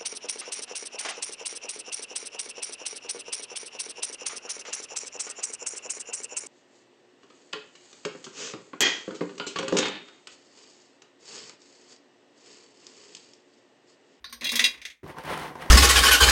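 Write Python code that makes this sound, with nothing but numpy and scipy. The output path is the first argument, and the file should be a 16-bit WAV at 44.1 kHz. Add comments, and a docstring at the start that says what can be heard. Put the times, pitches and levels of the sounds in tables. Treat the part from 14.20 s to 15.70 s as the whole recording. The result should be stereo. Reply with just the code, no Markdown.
"""Over a faint low rumble, hard candy ticks lightly three times on a hand-held glass jar.
The candies tumble in with a quick clatter: the glass rings and the air inside hums. A few stragglers follow.
Then the hand lands in a big metal tin and digs through the sweets, which crunch and knock dully
against each other and the tin's walls. It is all heard close up, in stereo, in a small wood-lined room."""
import sys
import numpy as np
from scipy import signal
from scipy.fft import rfft, irfft, next_fast_len
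from scipy.io import wavfile
from scipy.ndimage import map_coordinates

SR = 44100
rng = np.random.default_rng(int(sys.argv[2]) if len(sys.argv) > 2 else 0)


def bounce(signal):
    """Save signal as a 16-bit WAV file at the path given by the first command-line argument."""
    frames = np.transpose(np.atleast_2d(signal))
    limited = np.clip(frames, -1, 1)
    pcm = np.round(limited * 32767).astype(np.int16)
    wavfile.write(sys.argv[1], SR, pcm)


N = 66150  # 1.5 seconds
ATTACK_S = 0.00081  # how quickly a hit rises

# Stereo width of all but the clinks. Each row: frequency in Hz, how alike left and right are (1 = same).
LIKENESS = [(100, .98), (500, 1), (1000, 0.9), (2500, 0.57), (9000, 0.18)]


def amp(db):
    """Turn decibels into a gain."""
    return 10 ** (np.asarray(db) / 20)


def unit(x):
    """Scale a sound to an average (rms) level of 1."""
    return x / np.sqrt(np.mean(x ** 2) + 1e-20)


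def along(points, hz):
    """Read between rows of frequency and value, on a pitch scale."""
    freqs, values = np.transpose(points)
    return np.interp(np.log(hz + 1), np.log(freqs + 1), values)


def filtered(x, response):
    """Multiply each frequency in x by the gain that response gives for it."""
    n = x.shape[-1]
    padded = next_fast_len(n + 8192)
    return irfft(rfft(x, padded) * response(np.fft.rfftfreq(padded, 1 / SR)), padded)[..., :n]


def stereo(pair, colour, likeness=LIKENESS, tilt_db=0):
    """Give two unrelated noises a tone colour and blend them into a partly alike left and right."""
    def response(hz):
        turn = np.arccos(np.clip(along(likeness, hz), -1, 1)) / 2
        octaves = np.log2(np.maximum(hz, 150) / 1000)
        return amp(along(colour, hz) + tilt_db * octaves) * [np.cos(turn), np.sin(turn)]
    mid, side = filtered(pair, response)
    return unit(np.array([mid + side, mid - side]))


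def fade(t, t60):
    """Die away by 60 dB in t60 seconds, the fade time."""
    return amp(-60 * t / np.maximum(t60, 1e-3))


def rise(t, seconds=ATTACK_S):
    """Swell from silence towards full level."""
    return 1 - np.exp(-t / seconds)


def dying(x, fade_times):
    """Let each frequency of x die away at its own speed."""
    hz, t, spectrum = signal.stft(x, SR, nperseg=256)
    spectrum = spectrum * fade(t, along(fade_times, hz)[:, None])
    return signal.istft(spectrum, SR, nperseg=256)[1][:, :x.shape[1]]


def pan(db):
    """Two gains that make the left louder than the right by db."""
    return amp(np.array([[db], [-db]]) / 2)


def add(out, start, x):
    """Mix x into out, from start seconds on."""
    i = round(start * SR)
    out[:, i:i + x.shape[1]] += x[:, :N - i]


def noise(length):
    """Two unrelated white noises."""
    return rng.standard_normal((2, length))


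def grains(per_second, spread_db=3):
    """Two streams of tiny random clicks."""
    hits = rng.random((2, N)) < per_second / SR
    return hits * np.sign(noise(N)) * amp(spread_db * noise(N))


def hush():
    """The faint, steady background noise of the room."""
    # Each row: frequency in Hz, level in dB.
    colour = [(20, -22), (35, -11.5), (52, 2), (90, -11.5), (300, -11.5), (700, -19), (1500, -17),
              (3500, -27.5), (6000, -24.5), (16000, -34)]
    return amp(-79) * stereo(noise(N), colour)


def room_echo(x, delay_s=0.008, level_db=-11.5):
    """The wooden walls send the sound back as a short tail."""
    # Each row: frequency in Hz, fade time in seconds.
    fade_times = [(150, 0.16), (2000, 0.28), (5000, 0.19), (14000, 0.24)]
    t = np.arange(SR // 2) / SR
    tail = dying(noise(len(t)), fade_times) * (t > delay_s)
    return amp(level_db) * signal.fftconvolve(x, tail / np.linalg.norm(tail[0]), axes=1)[:, :N]


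def faint_rumble(fade_from_s=0.62):
    """A faint low rumble and soft rustle, dying away after the tumble."""
    # Each row: frequency in Hz, level in dB.
    colour = [(25, -11.5), (55, 19.5), (90, 4), (160, -7), (260, 5), (600, -4), (1100, -6.5), (2500, -7.5),
              (6000, -25.5), (16000, -27.5)]
    time_fading = np.maximum(np.arange(N) / SR - fade_from_s, 0)
    return amp(-64) * stereo(grains(per_second=5000), colour) * fade(time_fading, t60=0.48)


def jar_hollow(hum_hz=236.7):
    """The heap shifts with a soft thud, and the air in the jar hums a low note."""
    # The heap's shifts. Each row: start in seconds, level in dB.
    shifts = [(0.091, -59), (0.128, -49), (0.213, -37.5), (0.318, -34.5), (0.337, -37.5), (0.414, -36)]
    # Each row: frequency in Hz, level in dB.
    thud_colour = [(30, -24), (70, -12.5), (170, -20.5), (240, -3.5), (330, -18), (480, -1), (800, -15.5),
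                   (1100, 1.5), (1500, -24), (5000, -55.5)]
    out, t = np.zeros((2, N)), np.arange(SR // 2) / SR
    for start, db in shifts:
        hum = np.sin(2 * np.pi * hum_hz * (t + start)) * rise(t, 0.006) * fade(t, t60=0.19)
        thud = stereo(noise(len(t)), thud_colour) * rise(t) * fade(t, t60=0.48)
        add(out, start, amp(db) * (hum + amp(-3.5) / 2 * thud))
    return out


def waver(count, length, radians=0.4, changes_per_s=120):
    """Candies touching the glass disturb its ring: each tone's phase drifts smoothly at random."""
    position = np.arange(length) * changes_per_s / SR
    drifts = rng.standard_normal((count, 128))
    return radians * np.array([map_coordinates(row, [position], mode='mirror') for row in drifts])


def glass_ring(t, tones, focus_hz, focus_octaves=0.2):
    """The glass rings at its own tones; the spot that is struck favours those near focus_hz."""
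    hz, db, t60 = np.transpose(tones)[:, :, None]
    boost_db = 11.5 * np.exp(-(np.log2(hz / focus_hz) / focus_octaves) ** 2)
    scatter_db = 1.5 * rng.standard_normal(hz.shape)
    gains = amp(db + boost_db + scatter_db)
    phase = 2 * np.pi * rng.random(hz.shape)
    phase = phase + 0.59 * rng.standard_normal((2, len(hz), 1))  # left and right are a little apart
    waves = np.sin(2 * np.pi * hz * t + phase + waver(len(hz), len(t)))
    return (gains * fade(t, t60) * waves).sum(axis=1) * np.sqrt(2) / np.linalg.norm(gains)


def candy_ping(t, colour, centre_hz=6054, spread_octaves=0.65):
    """A struck candy rings briefly at high pitches of its own."""
    hz = centre_hz * 2 ** (spread_octaves * rng.standard_normal((14, 1)))
    gains = amp(along(colour, hz)) * (hz < 16000)
    phase = 2 * np.pi * rng.random((2, len(hz), 1))
    waves = gains * np.sin(2 * np.pi * hz * t + phase)
    return unit(waves.sum(axis=1)) * fade(t, t60=0.05)


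def clinks(hits, colour, tones):
    """Each hit on the jar is a crack, a short clatter, the ring of the glass and the candy's ping."""
    # The clatter's stereo width. Each row: frequency in Hz, how alike left and right are (1 = same).
    likeness = [(250, 0.88), (1000, 0.67), (2500, 0.2), (5000, 0.1), (12000, 0.096)]
    # How the clatter dies. Each row: frequency in Hz, fade time in seconds.
    fade_times = [(300, 0.26), (2200, .115), (5000, 0.12), (12000, 0.11)]
    out, t = np.zeros((2, N)), np.arange(SR // 3) / SR
    for start, db, tilt_db, ring_db, pan_db, focus_hz in hits:
        clatter = dying(stereo(noise(len(t)), colour, likeness, tilt_db), fade_times)
        clatter *= 1 + amp(-8.5) * fade(t, t60=0.0038)  # the crack at the very start
        ring = amp(ring_db) * glass_ring(t, tones, focus_hz)
        ping = amp(-12 + tilt_db) * candy_ping(t, colour)  # brighter hits ping louder
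        add(out, start, amp(db) * pan(pan_db) * (clatter + ring + ping) * rise(t))
    return out


def first_ticks():
    """Candy taps lightly on the glass before the tumble."""
    # Each row: start in seconds, level in dB, brightness in dB per octave, ring level in dB,
    # left over right in dB, favoured ring pitch in Hz.
    ticks = [(0.0425, -38.5, 0, 6, 2, 4180), (0.096, -51, 5, 4.5, 2, 4450),
             (0.1255, -34, 5.5, -4.5, 2.5, 7300)]
    # Each row: frequency in Hz, level in dB.
    colour = [(200, -17), (800, -11), (1100, -28), (1400, 2.5), (1950, 4), (2900, -5.5), (3900, 4.5),
              (4700, -13), (6400, -4.5), (7400, -40), (8900, -5), (10400, -35), (12200, -13.5),
              (16000, -31.5)]
    # The lightly tapped glass. Each row: pitch in Hz, level in dB, fade time in seconds.
    tones = [(1097, 1.5, 0.055), (3670, -0.5, 0.08), (3958, -6.5, 0.24), (4420, -10, 0.17),
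             (4410, -5.5, .12), (4540, -6.5, 0.13), (4925, -7, 0.22), (5823, -4, 0.126), (9100, -30, 0.17)]
    return clinks(ticks, colour, tones)


def tumble():
    """The candies fall into the jar in a rush, with a few stragglers after them."""
    # Each row: start in seconds, level in dB, brightness in dB per octave, ring level in dB,
    # left over right in dB, favoured ring pitch in Hz.
    drops = [(0.2096, -37, 5, -4.5, 2.5, 4280), (0.2180, -34.5, -5, -8, 2, 2766),
             (0.2320, -34.5, -1, -9, -11.5, 2400), (0.2432, -30, 11.5, 4, 5, 3900),
             (0.2530, -29, -4, 2.5, 0.5, 3560), (0.2680, -34.5, 21.5, 7.5, 9, 2850),
             (0.2908, -28, 5, 4, 5, 3860), (0.3170, -26, 12.5, -3.5, 3, 9200),
             (0.3290, -29, -4.5, -13, 1.5, 2800), (0.3368, -31.5, -3, -1.5, 2.5, 5360),
             (0.3550, -20, 10, -3.5, 4, 5700), (0.3638, -27.5, 0, 2.5, -0.5, 3370),
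             (0.3924, -13, 1, -6, 3.5, 1930), (0.4036, -25.5, 0, -9, 5.5, 2270),
             (0.4158, -29, 6, -0.5, -1, 3290), (0.4404, -17, 4.5, 4.5, 4.5, 3560),
             (0.4470, -20, 2, 2, 2, 2640), (0.4560, -29, -3, 4, 2.5, 2590),
             (0.5400, -40, -4, -22, 1.5, 2400), (0.5750, -44.5, -3, -15, 2.5, 2305),
             (0.6158, -38.5, 0, -4.5, 2, 2310), (0.6512, -29.5, 1, -5.5, 3.5, 2220),
             (0.7005, -40.5, 0.5, -39, 1.5, 2120)]
    # The clatter of candies and glass. Each row: frequency in Hz, level in dB.
    colour = [(120, -34), (250, -18), (800, -21.5), (1100, -18.5), (1300, -18.5), (1950, 2.5), (2650, 2.5),
              (3000, -7), (3400, 2), (4300, -6.5), (5600, -9), (6350, -5.5), (7200, -17), (9400, -18),
              (10500, -23), (16000, -31)]
    # The glass jar. Each row: pitch in Hz, level in dB, fade time in seconds.
    tones = [(1996, -3, 0.11), (2142, -10, 0.22), (2442, -1.5, 0.091), (2740, -18, 0.07), (2740, -5, 0.11),
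             (3306, -1.5, 0.15), (3462, -8.5, 0.13), (3824, -1, 0.12), (4137, -4, 0.097), (4260, -8.5, .11),
             (4848, -3.5, 0.14), (5285, -4, 0.08), (5355, -7.5, 0.054), (6120, -9, 0.098),
             (6540, -22, 0.051), (7480, -15.5, .1), (9040, -19, .07), (9550, -15, 0.11)]
    return clinks(drops, colour, tones)


def hand_landing(hollow_hz=153.6):
    """The hand lands on the heap with a dull puff, and the tin's hollow booms."""
    # Each row: start in seconds, level in dB.
    landings = [(0.8307, -39.5), (0.8382, -37)]
    # The puff. Each row: frequency in Hz, level in dB.
    colour = [(30, -6), (60, 6), (200, -6), (420, 3), (800, -29), (1100, -35), (2200, -24), (5000, -40),
              (16000, -50)]
    out, t = np.zeros((2, N)), np.arange(SR // 6) / SR
    boom = amp(-6) * np.sin(2 * np.pi * hollow_hz * t)
    for start, db in landings:
        puff = stereo(noise(len(t)), colour)
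        add(out, start, amp(db) * (puff + boom) * rise(t) * fade(t, t60=0.11))
    return out


def sweet_knocks():
    """Single sweets knock in the tin, each with a dull crack and a very short note."""
    # Each row: start in seconds, level in dB, brightness in dB per octave, pitch in Hz.
    knocks = [(0.8625, -35, 0.5, 900), (0.877, -44.5, 10, 890), (0.9, -35, -5, 1020),
              (0.944, -36, -6.5, 1020), (0.9685, -34.5, -0.5, 1030), (0.9835, -32, 4, 915),
              (1.036, -39, 8, 596), (1.054, -36.5, 8.5, 860), (1.103, -25.5, -1, 1360),
              (1.113, -46.5, 4.5, 580), (1.124, -23, -6.5, 974), (1.140, -28.5, 2, 1090),
              (1.175, -26, 5, 710), (1.196, -32, 6.5, 1570), (1.233, -30, 4, 950), (1.308, -35, -6, 770),
              (1.354, -28.5, 1, 650), (1.423, -32, 3, 1880), (1.460, -33, 2, 420)]
    # The crack. Each row: frequency in Hz, level in dB.
    colour = [(20, -47), (60, -11), (150, -7), (500, -1.5), (950, -3), (1400, -4), (2200, -11), (5000, -23),
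              (16000, -44)]
    out, t = np.zeros((2, N)), np.arange(SR // 6) / SR
    for start, db, tilt_db, hz in knocks:
        crack = stereo(noise(len(t)), colour, tilt_db=tilt_db)
        note = amp(0.5) * np.sin(2 * np.pi * hz * t)
        add(out, start, amp(db) * (crack + note) * rise(t) * fade(t, t60=0.021))
    return out


def tin_walls(shaking):
    """The metal walls ring at their own pitches when the sweets shake them."""
    # Each row: pitch in Hz, width of the peak in Hz, level in dB.
    peaks = [(156, 29, 5), (250, 58, -45), (358, 44, -8.5), (520.4, 27, 9.5), (738, 33, -0.5),
             (886, 25.5, 9.5), (1048, 65, 0), (1740, 110, -3), (1920, 31, -36)]

    def response(hz):  # neighbouring peaks swing in opposite directions
        return sum((-1) ** k * amp(db) * 1j * hz * width / (pitch ** 2 - hz ** 2 + 1j * hz * width)
                   for k, (pitch, width, db) in enumerate(peaks))
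    return unit(filtered(shaking, response))


def dig_in_tin(start_s=0.832, left_lag_s=0.0001):
    """Buried sweets crunch and knock, their sugar coats grate, and the tin's walls and hollow answer."""
    # How hard the hand digs. Each row: time in seconds, strength of the push in dB, of the grating in dB.
    digging = [(0.83, -49, -62), (0.86, -49, -62), (0.903, -39.5, -48), (0.934, -54.5, -57),
               (0.958, -49, -74), (0.987, -38, -47), (1.024, -49, -53.5), (1.049, -40, -46.5),
               (1.108, -31, -37.5), (1.141, -35, -35.5), (1.151, -40, -42), (1.22, -35, -42),
               (1.279, -38, -46), (1.335, -46.5, -63.5), (1.396, -42.5, -56.5), (1.421, -40.5, -37),
               (1.438, -40.5, -48), (1.5, -39.5, -58.5)]
    # Sweets crunching. Each row: frequency in Hz, level in dB.
    crunch_colour = [(20, -45), (40, -16), (60, -14), (110, -19), (200, -4.5), (260, 2), (500, -0.5),
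                     (1000, 0.5), (1300, -6.5), (1800, 1.5), (2600, -14.5), (6000, -17), (16000, -63.5)]
    # Sugar coats grating. Each row: frequency in Hz, level in dB.
    grit_colour = [(300, -11.5), (1200, -1.5), (2000, -2), (3200, -4), (5000, -13.5), (7300, -25),
                   (9200, -15.5), (12000, -30.5), (16000, -23)]
    # The tin's hollow and the counter under it. Each row: frequency in Hz, level in dB.
    boom_colour = [(20, -45), (36, -18), (58, -4.5), (85, -8.5), (125, -12.5), (156, 9), (185, -10.5),
                   (220, -9), (500, -32)]
    t = np.arange(N) / SR
    times, push_db, grate_db = np.transpose(digging)
    touching = np.clip((t - start_s) / ATTACK_S, 0, 1)
    push = touching * amp(np.interp(t, times, push_db))
    grate = touching * amp(np.interp(t, times, grate_db))
    crunch = push * stereo(grains(per_second=1000), crunch_colour)
    grit = grate * stereo(grains(per_second=5000), grit_colour)
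    boom = push * stereo(noise(N), boom_colour)
    bumps = hand_landing() + sweet_knocks()
    walls = crunch.std() * tin_walls(crunch + bumps)
    whole = amp(-3) * crunch + amp(3) * grit + amp(-9) * boom + bumps + amp(-2.5) * walls
    delays = np.array([[left_lag_s], [-left_lag_s]]) / 2
    return pan(1.5) * filtered(whole, lambda hz: np.exp(-2j * np.pi * hz * delays))


def scene():
    """First the jar, then the tin, with the room's echo and faint hush."""
    direct = first_ticks() + tumble() + jar_hollow() + faint_rumble() + dig_in_tin()
    return direct + room_echo(direct) + hush()


def record(dry, low_cut_hz=45, top_hz=16000):
    """The microphone loses the deepest bass and the very highest treble."""
    low_cut = signal.butter(4, low_cut_hz, 'high', fs=SR, output='sos')
    return filtered(signal.sosfilt(low_cut, dry), lambda hz: hz < top_hz)


dry = scene()
out = record(dry)
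bounce(out)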